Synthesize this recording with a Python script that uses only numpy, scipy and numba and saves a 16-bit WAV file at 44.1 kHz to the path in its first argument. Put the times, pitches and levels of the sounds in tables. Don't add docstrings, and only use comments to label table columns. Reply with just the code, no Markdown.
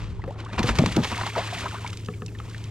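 import sys
import numpy as np
from scipy import signal
from scipy.fft import rfft, irfft, next_fast_len
from scipy.io import wavfile
from numba import njit

SR = 44100
rng = np.random.default_rng(int(sys.argv[2]) if len(sys.argv) > 2 else 0)


def wrap_up_sound(samples):
    columns = np.atleast_2d(samples).T
    tamed = np.clip(columns, -1, 1)
    steps = np.round(tamed * 32767).astype(np.int16)
    wavfile.write(sys.argv[1], SR, steps)


N = 119070
T = np.arange(N) / SR

# t/s, level/dB
WIND_LEVEL = [(0, -36), (.18, -36), (.45, -47.5), (.62, -37), (.68, -33), (.735, -31), (.78, -41),
              (.87, -38), (1.05, -48), (1.4, -52), (2.7, -44)]
# f/Hz, level/dB
WIND_SPECTRUM = [(15, -6), (30, 4), (55, 9.5), (85, 1), (150, -1.5), (400, -55), (4000, -100)]
# f/Hz, level/dB
SEA_SPECTRUM = [(40, -31.5), (80, 12.5), (115, 4.5), (200, -2.5), (420, -6.5), (700, -25), (2000, -39),
                (6000, -71)]
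# multiple of shaft rate, level/dB
MOTOR_HARMONICS = [(6, -37.5), (10, -50), (22, -60.5)]
# t/s, level/dB
FOAM_LEVEL = [(0, -64.5), (.5, -46.5), (.62, -36), (.95, -48.5), (1.2, -36), (1.32, -47), (1.45, -45.5),
              (1.72, -39.5), (2.02, -63), (2.5, -55)]
# t/s, crack/dB, rise/s, decay/s, tilt/(dB/octave), churn/dB
SLAPS = [(0.012, -43, 0.03, 0.074, 2.5, -41.5), (0.2396, -30, 0.00063, 0.0024, -3.5, -36),
         (0.393, -40.5, 0.0094, 0.026, 1.5, -37.5), (.531, -34, 0.0016, 0.013, 1, -33),
         (.586, -21.5, 0.006, 0.0063, -1.5, -25), (.593, -23.5, 0.0046, 0.007, 2.5, -29.5),
         (0.6308, -23.5, 0.0012, 0.0069, 4.5, -23), (.682, -26, 0.014, 0.0078, 4.5, -25.5),
         (0.693, -19, 0.0051, 0.0067, 1, -29.5), (0.7551, -30.5, 0.0016, 0.02, 5, -36),
         (0.7868, -12.5, 0.00068, 0.0036, 4, -18), (.862, -17, 0.0022, 0.003, 3.5, -26.5),
         (.966, -22.5, 0.0026, 0.0033, 7.5, -17.5), (1.0415, -26, 0.0097, 0.002, 3, -55),
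         (1.0456, -19, 0.00089, 0.0058, 2.5, -42), (1.12, -28, 0.0055, 0.02, -2.4, -36.5),
         (1.2124, -26.5, 0.0016, 0.0078, -2.5, -38.5), (1.2658, -26, 0.0017, 0.011, 3, -63),
         (1.383, -29.5, 0.021, 0.074, 1, -56), (1.659, -35, 0.041, 0.005, -3, -74)]
# f/Hz, level/dB
CRACK_SPECTRUM = [(150, 0.5), (450, 1.5), (720, 4.5), (1000, 10), (1450, 4), (2700, 1), (4200, -6.5),
                  (7000, -17.5), (10000, -33), (15500, -47)]
# f/Hz, level/dB
CHURN_SPECTRUM = [(50, -23), (110, 2), (240, -0.5), (400, -11), (1200, -21), (8000, -82)]
# t/s, start f/Hz, level/dB, decay/s
CHIRPS = [(.193, 791, -25.5, 0.0035), (.3075, 710, -16, 0.0025), (0.46, 994, -26, 0.0063)]
# t/s, start f/Hz, level/dB, decay/s
PLOPS = [(.219, 2000, -36.5, 0.0043), (.278, 493, -25, 0.013), (1.184, 918, -24, 0.012),
         (1.211, 800, -28, 0.0043), (1.235, 980, -21.5, 0.0044), (1.266, 820, -17.5, 0.0033),
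         (1.354, 1225, -24, 0.0061), (1.361, 890, -18, 0.0064), (1.368, 614, -19, 0.0062),
         (1.375, 449, -18, 0.0079), (1.383, 633, -16, 0.011), (1.527, 675, -25, 0.0093),
         (1.659, 960, -17, 0.0044), (1.664, 1236, -22, 0.0063), (1.744, 960, -20, 0.002),
         (1.754, 1106, -29.5, 0.0071), (1.846, 920, -23, 0.0063), (1.864, 2300, -25, 0.0027),
         (1.93, 1300, -31.5, .003), (2.138, 2380, -34.5, 0.0038), (2.282, 2720, -36, 0.0051),
         (2.351, 1810, -36.5, 0.0048), (2.388, 3300, -33, 0.0022), (2.4013, 1210, -26, 0.00208),
         (2.547, 1920, -27, 0.0016)]
# t/s, level/dB
TICKS = [(0.2404, -55), (0.308, -48), (.404, -42), (0.45, -42.5), (1.18, -32.5), (1.877, -33), (1.903, -37),
         (1.932, -36.5), (1.973, -36), (2.049, -44), (2.062, -40.5), (2.2638, -36.5), (2.498, -40.5),
         (2.581, -40), (2.641, -40.5)]
# f/Hz, level/dB
TICK_SPECTRUM = [(900, -29), (3000, 14.5), (5000, 9.5), (8000, 2.5), (15000, -27)]
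# t/s, level/dB
KNOCKS = [(0.24, -33.5), (2.086, -26.5), (2.2205, -29.5)]
# f/Hz, level/dB, t60/s
HULL_MODES = [(165, -0.5, 0.17), (201, 2, 0.066), (424.4, -3, 0.11), (482, -8.5, 0.14), (738, -12.5, 0.077),
              (1143, -16, 0.085), (1258, 0.5, 0.026), (1720, -5, 0.024), (2610, -1, 0.0071)]
# t/s, level/dB
SPRAY_LEVEL = [(.36, -60.5), (.5, -56.5), (.57, -49), (.70, -33.5), (.74, -43), (.88, -36.5), (.94, -39.5),
               (1.06, -38), (1.22, -36.5), (1.33, -41.5), (1.43, -39), (1.61, -36.5), (1.76, -45),
               (2.02, -53.5), (2.3, -66.5), (2.42, -54), (2.7, -52.5)]
# f/Hz, level/dB
SPRAY_SPECTRUM = [(150, -4.5), (330, -1), (680, -8.5), (820, -12.5), (960, 0.5), (1500, -10), (2100, 0),
                  (3300, -1.5), (5000, -8), (7500, -12.5), (10000, -21.5), (15500, -40)]
# t/s, start f/Hz, level/dB, decay/s
POCKETS = [(0.5946, 209, -12.5, 0.01), (0.64, 486, -22.5, 0.018), (0.644, 114, -20, 0.012),
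           (0.702, 54.6, -17.5, 0.048), (0.7905, 139.4, -2.5, 0.011), (.792, 625, -18.5, 0.014),
           (.821, 241, -9, 0.0055), (0.8389, 450, -1.5, 0.00097), (0.844, 100, -10.5, 0.0088),
           (0.858, 176.4, -18, 0.026), (0.9691, 314, -5.5, 0.0046), (0.9748, 121.7, -13, 0.018),
           (.988, 244.3, -13, 0.011), (1.001, 242, -14, 0.009)]
# f/Hz, level/dB
FIZZ_SPECTRUM = [(1500, -30), (5000, -1.5), (7500, -0.5), (11000, -12), (15500, -17)]
# f/Hz, level/dB
SCATTER = [(130, -36), (330, -12), (1000, -15.5), (2400, -20), (5000, -11), (12000, -1)]
# f/Hz, level/dB
SHADOW = [(2300, 1), (4500, -0.7), (9000, -3.5)]


def undb(db):
    return 10 ** (np.asarray(db) / 20)


def unit(x):
    return x / np.sqrt(np.mean(x ** 2) + 1e-20)


def curve(rows):
    return undb(np.interp(T, *np.array(rows).T))


def colour(x, spectrum, tilt_db_per_oct=0):
    size = next_fast_len(2 * len(x), real=True)
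    octave = np.log2(np.maximum(np.fft.rfftfreq(size, 1 / SR), 1))
    hz, db = np.array(spectrum).T
    gain = undb(np.interp(octave, np.log2(hz), db + tilt_db_per_oct * np.log2(hz / hz[0])))
    cepstrum = irfft(np.log(gain), size)
    cepstrum[1:size // 2] *= 2
    cepstrum[size // 2 + 1:] = 0
    return irfft(rfft(x, size) * np.exp(rfft(cepstrum)), size)[:len(x)]


def noise(spectrum):
    return unit(colour(rng.standard_normal(N), spectrum))


def walk(rate_hz, size=N):
    steps = rng.standard_normal(2048)
    return np.interp(T[:size] * rate_hz, np.arange(len(steps)), steps)


def spread(mid, twin):
    return mid + colour(twin, SCATTER) * np.array([[1], [-1]])


def add_burst(out, at_s, db, rise_s, decay_s, spectrum, tilt_db_per_oct=0, size=16384):
    grain_hz, grain_db = 1100, 3.5
    start = max(int(at_s * SR) - size // 4, 0)
    t = T[start:start + size] - at_s
    envelope = np.exp(-np.maximum(t, 0) / decay_s - (np.minimum(t, 0) / rise_s) ** 2)
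    grain = undb(grain_db * np.clip(walk(grain_hz, size), -2, 2))
    rush = unit(colour(grain * rng.standard_normal(size), spectrum, tilt_db_per_oct))
    out[start:start + size] += undb(db) * envelope * rush[:len(t)]


@njit
def ring(rows, glide, onset_cycles):
    out = np.zeros(N)
    for at_s, hz, db, decay_s in rows:
        for i in range(max(int(at_s * SR) + 1, 0), min(int((at_s + 7 * decay_s) * SR), N)):
            t = i / SR - at_s
            envelope = 10 ** (db / 20) * np.exp(-t / decay_s) * (1 - np.exp(-t * hz / onset_cycles))
            out[i] += envelope * np.sin(2 * np.pi * hz * t * (1 + glide * t / decay_s / 2))
    return out


def swarm(centre_hz, decay_cycles, count, width_oct=0.643, spread_db=2, tilt_db_per_oct=-2.5):
    octave = np.clip(width_oct * rng.standard_normal(count), -2, 2)
    hz = centre_hz * 2 ** octave
    db = spread_db * np.minimum(rng.exponential(size=count), 4)
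    db += tilt_db_per_oct * np.maximum(octave, -0.5)
    rows = np.column_stack([rng.random(count) * N / SR, hz, db, decay_cycles / hz])
    return unit(ring(rows, glide=0.019, onset_cycles=0.39))


def wind(side_gain=0.39, pan_db=3):
    sides = np.array([[1], [-1]])
    rumble = noise(WIND_SPECTRUM) + side_gain * noise(WIND_SPECTRUM) * sides
    return rumble * curve(WIND_LEVEL) * undb(sides * pan_db / 2)


def sea(level_db=-40):
    return undb(level_db) * spread(noise(SEA_SPECTRUM), noise(SEA_SPECTRUM))


def motor(shaft_hz=17.95, waver=0.011, flutter_db=0.7):
    angle = 2 * np.pi * np.cumsum(shaft_hz * (1 + waver * walk(5.12))) / SR
    hum = np.zeros(N)
    for multiple, db in MOTOR_HARMONICS:
        gain = undb(db + flutter_db * walk(40))
        hum += gain * unit(np.sin(multiple * angle + 2 * np.pi * rng.random()))
    return hum


def foam(plink_db=-4.5):
    gurgle = swarm(centre_hz=1421, decay_cycles=4.7, count=1200)
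    plinks = swarm(centre_hz=3066, decay_cycles=4.5, count=700)
    return gurgle * curve(FOAM_LEVEL) + undb(plink_db) * plinks * curve(SPRAY_LEVEL)


def slaps(churn_lag_s=0.00804):
    out = np.zeros(N)
    for at_s, crack_db, rise_s, decay_s, tilt_db_per_oct, churn_db in SLAPS:
        add_burst(out, at_s, crack_db, rise_s, decay_s, CRACK_SPECTRUM, tilt_db_per_oct)
        add_burst(out, at_s + churn_lag_s, churn_db, rise_s=0.011, decay_s=0.032, spectrum=CHURN_SPECTRUM)
    return out


def chirps():
    return ring(np.array(CHIRPS, float), glide=0.143, onset_cycles=2.8)


def drips(splash_db=-15):
    out = np.zeros(N)
    for at_s, hz, db, _ in PLOPS:
        spectrum = [(hz / 4, -20), (hz, 0), (hz * 2, -8), (16000, -46)]
        add_burst(out, at_s, db + splash_db, rise_s=0.0024, decay_s=0.0066, spectrum=spectrum, size=4096)
    for at_s, db in TICKS:
        add_burst(out, at_s, db, rise_s=0.0017, decay_s=0.0026, spectrum=TICK_SPECTRUM, size=2048)
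    return out


def plops(steady_hz=1670, shed_oct=0.7, shed_db=-11):
    out = np.zeros(N)
    for at_s, hz, db, decay_s in PLOPS:
        rows = [(at_s, hz, db, decay_s)]
        for _ in range(3):
            delay_s = 3 * decay_s * rng.random()
            shed_hz = hz * 2 ** (shed_oct * rng.uniform(-0.98, 1))
            rows.append((at_s + delay_s, shed_hz, db + shed_db, decay_s / 2))
        glide = 0.0653 * np.log2(steady_hz / hz)
        out += ring(np.array(rows, float), glide, onset_cycles=0.39)
    return out


def hull():
    rows = [(at_s, hz, knock_db + mode_db, t60_s / np.log(1000))
            for at_s, knock_db in KNOCKS for hz, mode_db, t60_s in HULL_MODES]
    return ring(np.array(rows, float), glide=0.0, onset_cycles=0.23)


def spray(drops_per_s=3600, spread_db=1.5, clump_db=3):
    strength = undb(spread_db * np.minimum(rng.exponential(size=N), 4.5)) * rng.choice([-1, 1], N)
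    lands = rng.random(N) < drops_per_s / SR
    clicks = strength * lands * undb(clump_db * walk(80))
    twin = clicks * rng.standard_normal(N)
    patter = spread(colour(clicks, SPRAY_SPECTRUM), colour(twin, SPRAY_SPECTRUM))
    return unit(patter) * curve(SPRAY_LEVEL)


def air_pockets():
    return ring(np.array(POCKETS, float), glide=0.015, onset_cycles=0.19)


def fizz(start_s=0.96, start_db=-54.5, fade_db_per_s=5, pops_per_s=4700):
    pops = rng.standard_normal((2, N)) * (rng.random(N) < pops_per_s / SR)
    fade = (T > start_s) * undb(start_db - fade_db_per_s * (T - start_s))
    return unit(spread(colour(pops[0], FIZZ_SPECTRUM), colour(pops[1], FIZZ_SPECTRUM))) * fade


def ports(stereo, lag_s=45e-6, corner_hz=6100):
    left = colour(stereo[0], [(hz, db / 2) for hz, db in SHADOW])
    right = colour(stereo[1], [(hz, -db / 2) for hz, db in SHADOW])
    hz = np.fft.rfftfreq(N, 1 / SR)
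    delay_s = lag_s / (1 + (hz / corner_hz) ** 2)
    late_left = irfft(rfft(left) * np.exp(-2j * np.pi * hz * delay_s), N)
    return np.array([late_left, right])


def scene():
    splashes = spread(slaps() + drips(), slaps() + drips())
    white_water = spray() + fizz() + spread(foam(), foam())
    trapped_air = chirps() + plops() + air_pockets()
    return ports(splashes + white_water + trapped_air + sea() + hull() + motor()) + wind()


def record(dry):
    cutoff_hz = 15700
    return signal.sosfilt(signal.ellip(8, 0.2, 80, cutoff_hz, fs=SR, output="sos"), dry)


dry = scene()
out = record(dry)
wrap_up_sound(out)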